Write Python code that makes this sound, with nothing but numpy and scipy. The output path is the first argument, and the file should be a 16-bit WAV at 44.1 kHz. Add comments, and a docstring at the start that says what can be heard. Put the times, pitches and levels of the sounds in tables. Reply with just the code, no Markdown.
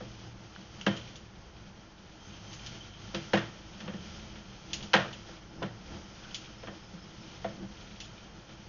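"""Inspection cable wound onto its reel

The push cable of an inspection camera is pulled back out of a buried pipe and fed onto its reel.
The turning reel hums and rumbles as filtered noise and wavering low tones; the cable rubs, whistles
and crackles as bands of noise. Ticks in the guide and dry pops are short, fading rings.
Now and then a stiff coil slips and knocks against the steel cage, in a small room: fading sine tones
give the ring and bands of fading noise give the clatter.
"""
import sys
import numpy as np
from scipy import signal
from scipy.fft import rfft, irfft, next_fast_len
from scipy.io import wavfile

SR = 44100
rng = np.random.default_rng(int(sys.argv[2]) if len(sys.argv) > 2 else 0)


def int16_out(signal):
    """Quantize to a 16-bit WAV file."""
    q = np.round(np.clip(np.atleast_2d(signal).T, -1, 1) * 32767)
    wavfile.write(sys.argv[1], SR, q.astype(np.int16))


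N = 382788
TIME = np.arange(N) / SR
AGE = TIME[:SR]  # time since a contact, up to one second

# Coil knocks against the cage: (time [s], force [dB], weight of the coil as bass boost [dB],
# hardness of the contact [dB per octave], pitch favoured by the spot struck [Hz],
# relative level of that pitch [dB])
KNOCKS = [(0.004, -39.5, -0.5, -6, 507, -34), (0.864, -27.5, 2.5, -0.4, 1624, -27),
          (3.14, -37.5, 1, -6.5, 340.6, -30.5), (3.146, -49, 9, 5.5, 149, -33.5),
          (3.333, -21.5, -2.5, -1.43, 782, -21), (3.372, -42.5, -13, 2.5, 1844, -24),
          (3.803, -57.5, 6, 4.5, 1400, -50), (3.877, -41.5, 3.5, -1.4, 1150, -43),
          (3.936, -49, 13.5, -0.5, 179, -36), (4.355, -59, 4, 3, 208.5, -34.5),
          (4.933, -35.5, -26, 4, 2970, -21), (4.938, -15.5, -10.5, -1.65, 547, -18.5),
          (4.985, -42.5, 12.5, -5, 134.5, -34.5), (5.286, -51.5, 4.5, -2.5, 496, -49),
          (5.619, -28.5, -14, -12, 1012, -32.5), (5.626, -38, 6, -0.6, 184.6, -35),
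          (6.632, -41.5, -6.5, -5.5, 670, -47), (6.672, -37.5, -5, -4, 510, -38),
          (6.929, -55, 11, -8, 176, -36.5), (7.444, -30, -8.5, -5.5, 666, -22),
          (7.61, -63.5, 23.5, -15, 184, -42), (8.491, -56.5, 3, 1, 1430, -60)]

USUAL_PULL_DB = -54  # pull at which rolling and rumble have their usual levels


def from_db(db):
    """Turn decibels into a gain."""
    return 10 ** (np.asarray(db) / 20)


def rms_one(x):
    """Scale a sound to unit power."""
    return x / np.sqrt(np.mean(x ** 2) + 1e-20)


def at_hz(points, hz):
    """Read a spectrum between its points, on a log-frequency axis."""
    points = np.array(points)
    return np.interp(np.log(hz), np.log(points[:, 0]), points[:, 1])


def fade(age, t60):
    """Die away exponentially, losing 60 dB in t60 seconds."""
    return from_db(-60 * age / t60)


def add(out, start_s, sound):
    """Mix a sound in at its start time, cutting whatever runs past the end."""
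    first = max(0, round(start_s * SR))
    out[first:first + len(sound)] += sound[:max(0, N - first)]


def band(x, low_hz, high_hz):
    """Keep only the pitches between two limits."""
    sos = signal.butter(2, [low_hz, high_hz], "band", fs=SR, output="sos")
    return signal.sosfilt(sos, x)


def drift(per_s):
    """Wander between random values, per_s of them each second, joined by straight lines."""
    return np.interp(TIME * per_s, np.arange(4096), rng.standard_normal(4096))


def noise(spectrum, peaks=()):
    """Make unit-power noise with a smooth spectrum and resonances standing out of it."""
    size = next_fast_len(N)
    hz = np.maximum(np.fft.rfftfreq(size, 1 / SR), 1)
    lift = 1  # in power
    for peak_hz, width_hz, db in peaks:
        lift = lift + (from_db(db) ** 2 - 1) / (1 + (2 * (hz - peak_hz) / width_hz) ** 2)
    gain = from_db(at_hz(spectrum, hz)) * np.sqrt(np.abs(lift))
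    white = rng.standard_normal(size)
    return rms_one(irfft(rfft(white) * gain, size)[:N])


def hiss(level_db):
    """The microphone's steady hiss is noise with a fixed spectrum."""
    # Relative spectrum of the hiss: (pitch [Hz], level [dB per Hz])
    hiss_spectrum = [(100, -13.5), (500, 14), (1500, 9.5), (3500, -3), (7000, -22)]
    return from_db(level_db) * noise(hiss_spectrum)


def pull_effort():
    """The effort of the pull rises and falls along straight lines between set points."""
    # Effort, as the level of the rubbing before its own adjustments: (time [s], level [dB])
    effort_points = [(0, -52.5), (0.55, -53.5), (1.02, -50.5), (1.3, -58.4), (2.05, -57.5), (2.72, -48),
                     (2.92, -54), (3.22, -48), (3.62, -54.5), (4.1, -51), (4.55, -53.5), (4.8, -50.5),
                     (5.15, -52), (5.47, -58), (6.3, -51.0), (6.8, -55), (7.35, -52), (8.68, -55)]
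    s, level_db = np.transpose(effort_points)
    return np.interp(TIME, s, level_db)


def rumble(pull_db, usual_db, follows):
    """A dull rumble takes a share of the pull's swing and wanders in level."""
    # Relative smooth spectrum: (pitch [Hz], level [dB per Hz])
    rumble_spectrum = [(20, -7), (33, -25), (48, 8.5), (80, -2), (100, -1.5), (140, -3.5), (250, -26.5),
                       (600, -59)]
    # Resonances that the motion keeps excited: (pitch [Hz], width [Hz], boost [dB])
    rumble_peaks = [(71.4, 6.6, 12), (114, 22, 15)]
    level_db = usual_db + follows * (pull_db - USUAL_PULL_DB)
    return from_db(level_db + 1.9 * drift(4.4)) * noise(rumble_spectrum, rumble_peaks)


def hum(centre_hz, centre_db):
    """The reel's hum is a low tone that wavers in pitch and level."""
    hz = centre_hz * (1 + 0.0892 * drift(4))
    phase = 2 * np.pi * np.cumsum(hz) / SR
    return from_db(centre_db + 3.7 * drift(9.0)) * np.sin(phase)


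def low_swells(waver):
    """Brief low drones swell and die, each wavering by a small share of its pitch."""
    # Drones: (start [s], length [s], middle pitch [Hz], peak level [dB])
    swell_table = [(-.1, 0.65, 114.7, -47.5), (2.153, 0.59, 73, -55), (2.15, .55, 100.9, -54),
                   (2.497, 0.38, 119, -48), (2.7, 0.64, 101, -52), (3.9, 0.51, 82, -51.5),
                   (4.038, 0.54, 211, -52.5), (5.8, 0.3, 76, -51.5)]
    out = np.zeros(N)
    for start, length, hz, db in swell_table:
        progress = np.clip((TIME - start) / length, 0, 1)
        phase = 2 * np.pi * np.cumsum(hz * (1 + waver * drift(5))) / SR
        out += from_db(db) * np.sin(np.pi * progress) * np.sin(phase)
    return out


def grit(per_s, spread_db):
    """Specks of dirt on the cable crackle through the guide, at random moments and sizes."""
    sizes = from_db(spread_db * np.minimum(rng.exponential(1, N), 4))
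    signs = rng.choice([-1, 1], N)
    clicks = sizes * signs * (rng.random(N) < per_s / SR)
    scatter = rng.standard_normal(len(AGE)) * fade(AGE, 0.07)
    return rms_one(band(signal.fftconvolve(clicks, scatter)[:N], 2300, 4000))


def turning_reel(pull_db):
    """The pull keeps the cage ringing faintly and the cable rubbing through its guide."""
    # Relative smooth spectra of rolling and rubbing: (pitch [Hz], level [dB per Hz])
    roll_spectrum = [(90, -3.5), (160, -2.5), (260, -11), (400, -10.5), (700, -14), (1100, -20.5),
                     (2000, -22), (4000, -52)]
    rub_spectrum = [(300, -4), (1000, 4.5), (2400, 5.5), (3500, 4), (3900, 3), (4600, 6), (5300, 6.5),
                    (6400, 5.5), (7000, -7.5)]
    # Resonances that the motion keeps excited: (pitch [Hz], width [Hz], boost [dB])
    roll_peaks = [(170, 19, 5.2), (202, 25.6, 13.6), (324.7, 28.6, 13.3), (515, 40, 5.2), (660, 18, 6.1),
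                  (851, 110, 8.4)]
    rub_peaks = [(1373, 130, 7.4), (3140, 325, 8)]
    # Lurches of the reel: (time [s], change in rolling [dB], change in rubbing [dB])
    lurch_table = [(.35, 2.5, -3), (2.36, 1, 1), (3.87, 6.5, -0.5), (4.1, 2, 3), (4.8, 5.5, 1.5),
                   (5.3, 2.5, 3), (5.6, 8.5, 0.5), (5.94, 7.5, 3), (7.35, 2.5, 1), (7.62, 4.5, -3.5),
                   (8.35, -1, -3)]
    lurch_s = 0.071  # half length of a lurch

    # Rolling takes 0.48 of the pull's swing; rubbing takes all of it.
    roll_db = -52.5 + 0.48 * (pull_db - USUAL_PULL_DB)
    rub_db = pull_db - 2.14
    for s, roll_change_db, rub_change_db in lurch_table:
        lurch = np.exp(-((TIME - s) / lurch_s) ** 2)
        roll_db = roll_db + roll_change_db * lurch
        rub_db = rub_db + rub_change_db * lurch

    pressure = drift(25)  # the cable bears on the guide unevenly
    roll = from_db(roll_db + 1.35 * pressure) * noise(roll_spectrum, roll_peaks)
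    crackle = from_db(-9.5) * grit(per_s=70, spread_db=3.5)
    rub = from_db(rub_db + 1.1 * pressure) * (noise(rub_spectrum, rub_peaks) + crackle)
    return roll + rub


def whistles(flutter_db):
    """Where the cable drags harder in its guide, friction sings in a narrow, fluttering band."""
    # Rough whistles: (start [s], end [s], pitch [Hz], width [Hz], level before flutter [dB])
    whistle_table = [(-.4, .7, 3120, 220, -75), (2.054, 3.1, 3170, 170, -63.5),
                     (2.107, 3.004, 6260, 340, -66.5), (3.749, 4.65, 3160, 190, -68),
                     (5.093, 7.901, 5200, 259, -69), (6.05, 6.546, 1420, 260, -66.5)]
    out = np.zeros(N)
    for start, end, hz, width, db in whistle_table:
        progress = np.clip((TIME - start) / (end - start), 0, 1)
        swell = np.sqrt(np.abs(np.sin(np.pi * progress)))
        tone = rms_one(band(rng.standard_normal(N), hz - width / 2, hz + width / 2))
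        waver_s = 0.00031 * drift(18)  # uneven sliding speed bends the pitch
        tone = np.interp(TIME + waver_s, TIME, tone)
        out += from_db(db + flutter_db * drift(22)) * swell * tone
    return out


def pops(t60, octave_db):
    """Turns of cable slip past each other with a dry click and its weaker octave."""
    # Pops: (time [s], level [dB], pitch [Hz])
    pop_table = [(.562, -32, 1510), (.813, -30.5, 2880), (8.003, -38, 2070)]
    out = np.zeros(N)
    for s, db, hz in pop_table:
        phase = 2 * np.pi * hz * AGE
        tone = np.sin(phase) + from_db(octave_db) * np.sin(2 * phase)
        add(out, s, from_db(db) * fade(AGE, t60) * tone)
    return out


def guide_ticks(level_db, crack_db, ring_hz, ring_t60, spray_db, snap_t60, room_db, room_t60):
    """The cable ticks in its guide: a hard crack, then a short ring and a spray of reflections."""
    # Ticks: (time [s], relative ring level [dB], relative snap level [dB])
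    tick_table = [(0.811, -38, -38), (0.966, -33, -36), (1.157, -46, -36), (2.33, -42, -58),
                  (2.531, -49, -33.5), (2.663, -41, -29.5), (3.851, -45, -51), (4.732, -29, -19),
                  (4.827, -37.5, -33), (5.128, -35, -37.5), (6.345, -30.5, -23.5), (8.003, -34, -30.5),
                  (8.045, -48, -39)]
    # Tones of the guide's crack: (pitch [Hz], relative level [dB], time to fade by 60 dB [s])
    crack_tones = [(3400, 9.5, 0.0064), (4530, 13, 0.0028), (5800, 12.5, 0.0028)]
    crack = np.zeros(len(AGE))
    for hz, db, t60 in crack_tones:
        crack += from_db(db + crack_db) * fade(AGE, t60) * np.sin(2 * np.pi * hz * AGE)
    crack *= 1 - np.exp(-AGE / 0.00033)  # very quick onset
    tail = from_db(room_db) * fade(AGE, room_t60)
    build = 1 - np.exp(-AGE / 0.0042)  # reflections gather after the direct sound

    out = np.zeros(N)
    for s, ring_db, snap_db in tick_table:
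        white = rng.standard_normal((2, len(AGE)))
        ring = rms_one(band(white[0], ring_hz * 0.862, ring_hz * 1.088))
        ring = ring * (fade(AGE, ring_t60) + tail)
        spray = from_db(spray_db) * band(white[1], 2400, 8000) * (fade(AGE, snap_t60) + tail)
        snap = crack + build * spray
        add(out, s, from_db(ring_db) * build * ring + from_db(snap_db) * snap)
    return from_db(level_db) * out


def arrival(hz, lag_1khz, swell_cycles):
    """Bending waves are slower at low pitch: the lows arrive late and swell over a few cycles."""
    age = np.maximum(AGE - lag_1khz * np.sqrt(1000 / hz), 0)
    return age, 1 - np.exp(-age * hz / swell_cycles)


def strengths(hz):
    """Find how hard each knock drives the cage at one pitch."""
    force_db, weight_db, hardness = np.transpose(KNOCKS)[1:4]
    bass = 1 / (1 + np.square(hz / 460) ** 2)  # a heavy coil adds bass below 460 Hz
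    octaves = max(0, np.log2(hz / 460))  # a hard contact tilts the spectrum above 460 Hz
    jacket_db = -5.5 * max(0, np.log2(hz / 1920))  # the soft jacket dulls each octave above 1920 Hz
    return from_db(force_db + weight_db * bass + hardness * octaves + jacket_db)


def chatter(depth_db, per_s):
    """Loose coils keep touching the cage, so its clatter dies away unevenly."""
    return from_db(depth_db * drift(per_s))


def cage_clatter(level_db, lag_1khz, swell_cycles, t60_1khz, damping, crack_db, crack_t60,
                 room_db, room_t60, room_damping):
    """Dense modes give a crack and a crash, briefer in the treble, and then the room's tail."""
    # The cage's dense, short-lived modes: (pitch [Hz], relative level [dB per band])
    clatter_spectrum = [(100, -13), (270, -9), (400, -10), (520, -2), (950, -8.5), (1500, -1), (2300, -4),
                        (3300, 3), (4100, -6), (5300, -1), (7000, -14)]
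    out = np.zeros(N)
    edges = np.geomspace(90, 7600, 24)
    white = rng.standard_normal((2, N))  # neighbouring bands use different noise
    for k, (low, high) in enumerate(zip(edges, edges[1:])):
        hz = np.sqrt(low * high)
        khz = hz / 1000
        age, swell = arrival(hz, lag_1khz, swell_cycles)
        crack = from_db(crack_db) * fade(age, crack_t60)
        crash = fade(age, t60_1khz / khz ** damping)
        tail = from_db(room_db) * fade(age, room_t60 / khz ** room_damping)
        shape = swell ** 2 * (crack ** 2 + crash ** 2 + tail ** 2)
        power = np.zeros(N)  # the powers of overlapping knocks add up
        for knock, gain in zip(KNOCKS, strengths(hz)):
            add(power, knock[0], gain ** 2 * shape)
        grain = rms_one(band(white[k % 2], low, high))
        out += from_db(at_hz(clatter_spectrum, hz)) * np.sqrt(power) * grain
    return from_db(level_db) * out


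def struck_spot(level_db, t60_1khz, damping, lag_1khz, swell_cycles):
    """One mode stands out in each knock, set by where the coil lands."""
    out = np.zeros(N)
    for s, *_, hz, db in KNOCKS:
        age, swell = arrival(hz, lag_1khz, swell_cycles)
        khz = hz / 1000
        ring = swell * fade(age, t60_1khz / khz ** damping) * np.sin(2 * np.pi * hz * age)
        add(out, s, from_db(db) * ring)
    return from_db(level_db) * out


def cage_ring(level_db, scatter_db, lag_1khz, swell_cycles):
    """Every knock rings all the cage's modes; chance varies their strengths, as the spot struck would."""
    # Modes of the reel cage: (pitch [Hz], relative level [dB], time to fade by 60 dB [s])
    cage_modes = [(114.1, -6, 0.41), (152.7, -5, .28), (198.9, 7.5, 0.18), (332, -1.5, 0.26),
                  (517.3, 1, 0.12), (556, -7.5, 0.17), (676, -6.5, 0.22), (770, -7.5, 0.11),
                  (787, -9.5, 0.1), (1001, -9.5, 0.12), (1349, -5.5, 0.12), (1387, -20, 0.092),
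                  (1516, -23, .19), (1678, -5.5, 0.092), (1824, -11, 0.33), (2105, -20.5, 0.24),
                  (2470, -15, 0.23), (2803, -7.5, 0.16), (3120, -7, 0.4), (3430, -3.5, 0.088)]
    out = np.zeros(N)
    for hz, db, t60 in cage_modes:
        age, swell = arrival(hz, lag_1khz, swell_cycles)
        ring = swell * fade(age, t60) * np.sin(2 * np.pi * hz * age)
        mode_db = db + scatter_db * rng.standard_normal(len(KNOCKS))
        gains = strengths(hz) * from_db(mode_db)
        for knock, gain in zip(KNOCKS, gains):
            add(out, knock[0], gain * ring)
    return from_db(level_db) * out


def scene():
    """Mix the moving reel, the ticks and pops and the knocks over the microphone's hiss."""
    # Names ending in t60 and lag_1khz are in seconds.
    pull_db = pull_effort()
    drone = rumble(pull_db, usual_db=-56.5, follows=0.41)
    drone += hum(centre_hz=49.8, centre_db=-59.5) + low_swells(waver=0.012)
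    sliding = turning_reel(pull_db) + whistles(flutter_db=6.0)
    contacts = pops(t60=0.009, octave_db=-8)
    contacts += guide_ticks(level_db=-2, crack_db=-5.5, ring_hz=3125, ring_t60=0.031,
                            spray_db=0, snap_t60=0.055, room_db=-12.5, room_t60=0.29)
    clatter = cage_clatter(level_db=-2.0, lag_1khz=0.00025, swell_cycles=1.3,
                           t60_1khz=0.11, damping=0.14, crack_db=0.0, crack_t60=0.012,
                           room_db=-10, room_t60=0.42, room_damping=0.1)
    knocks = clatter * chatter(depth_db=0.95, per_s=280)
    knocks += struck_spot(level_db=-3.0, t60_1khz=0.096, damping=0.66,
                          lag_1khz=0.0011, swell_cycles=1.5)
    knocks += cage_ring(level_db=-2.0, scatter_db=2.0, lag_1khz=0.002036, swell_cycles=1.5)
    return (hiss(level_db=-61) + drone + sliding + contacts + knocks)[None]


def record(dry):
    """A narrow-band recorder cuts the treble steeply above 6950 Hz."""
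    # order 12, 0.2 dB ripple below the cut and 70 dB less above it
    sos = signal.ellip(12, 0.2, 70, 6950, fs=SR, output="sos")
    return signal.sosfilt(sos, dry)


dry = scene()
out = record(dry)
int16_out(out)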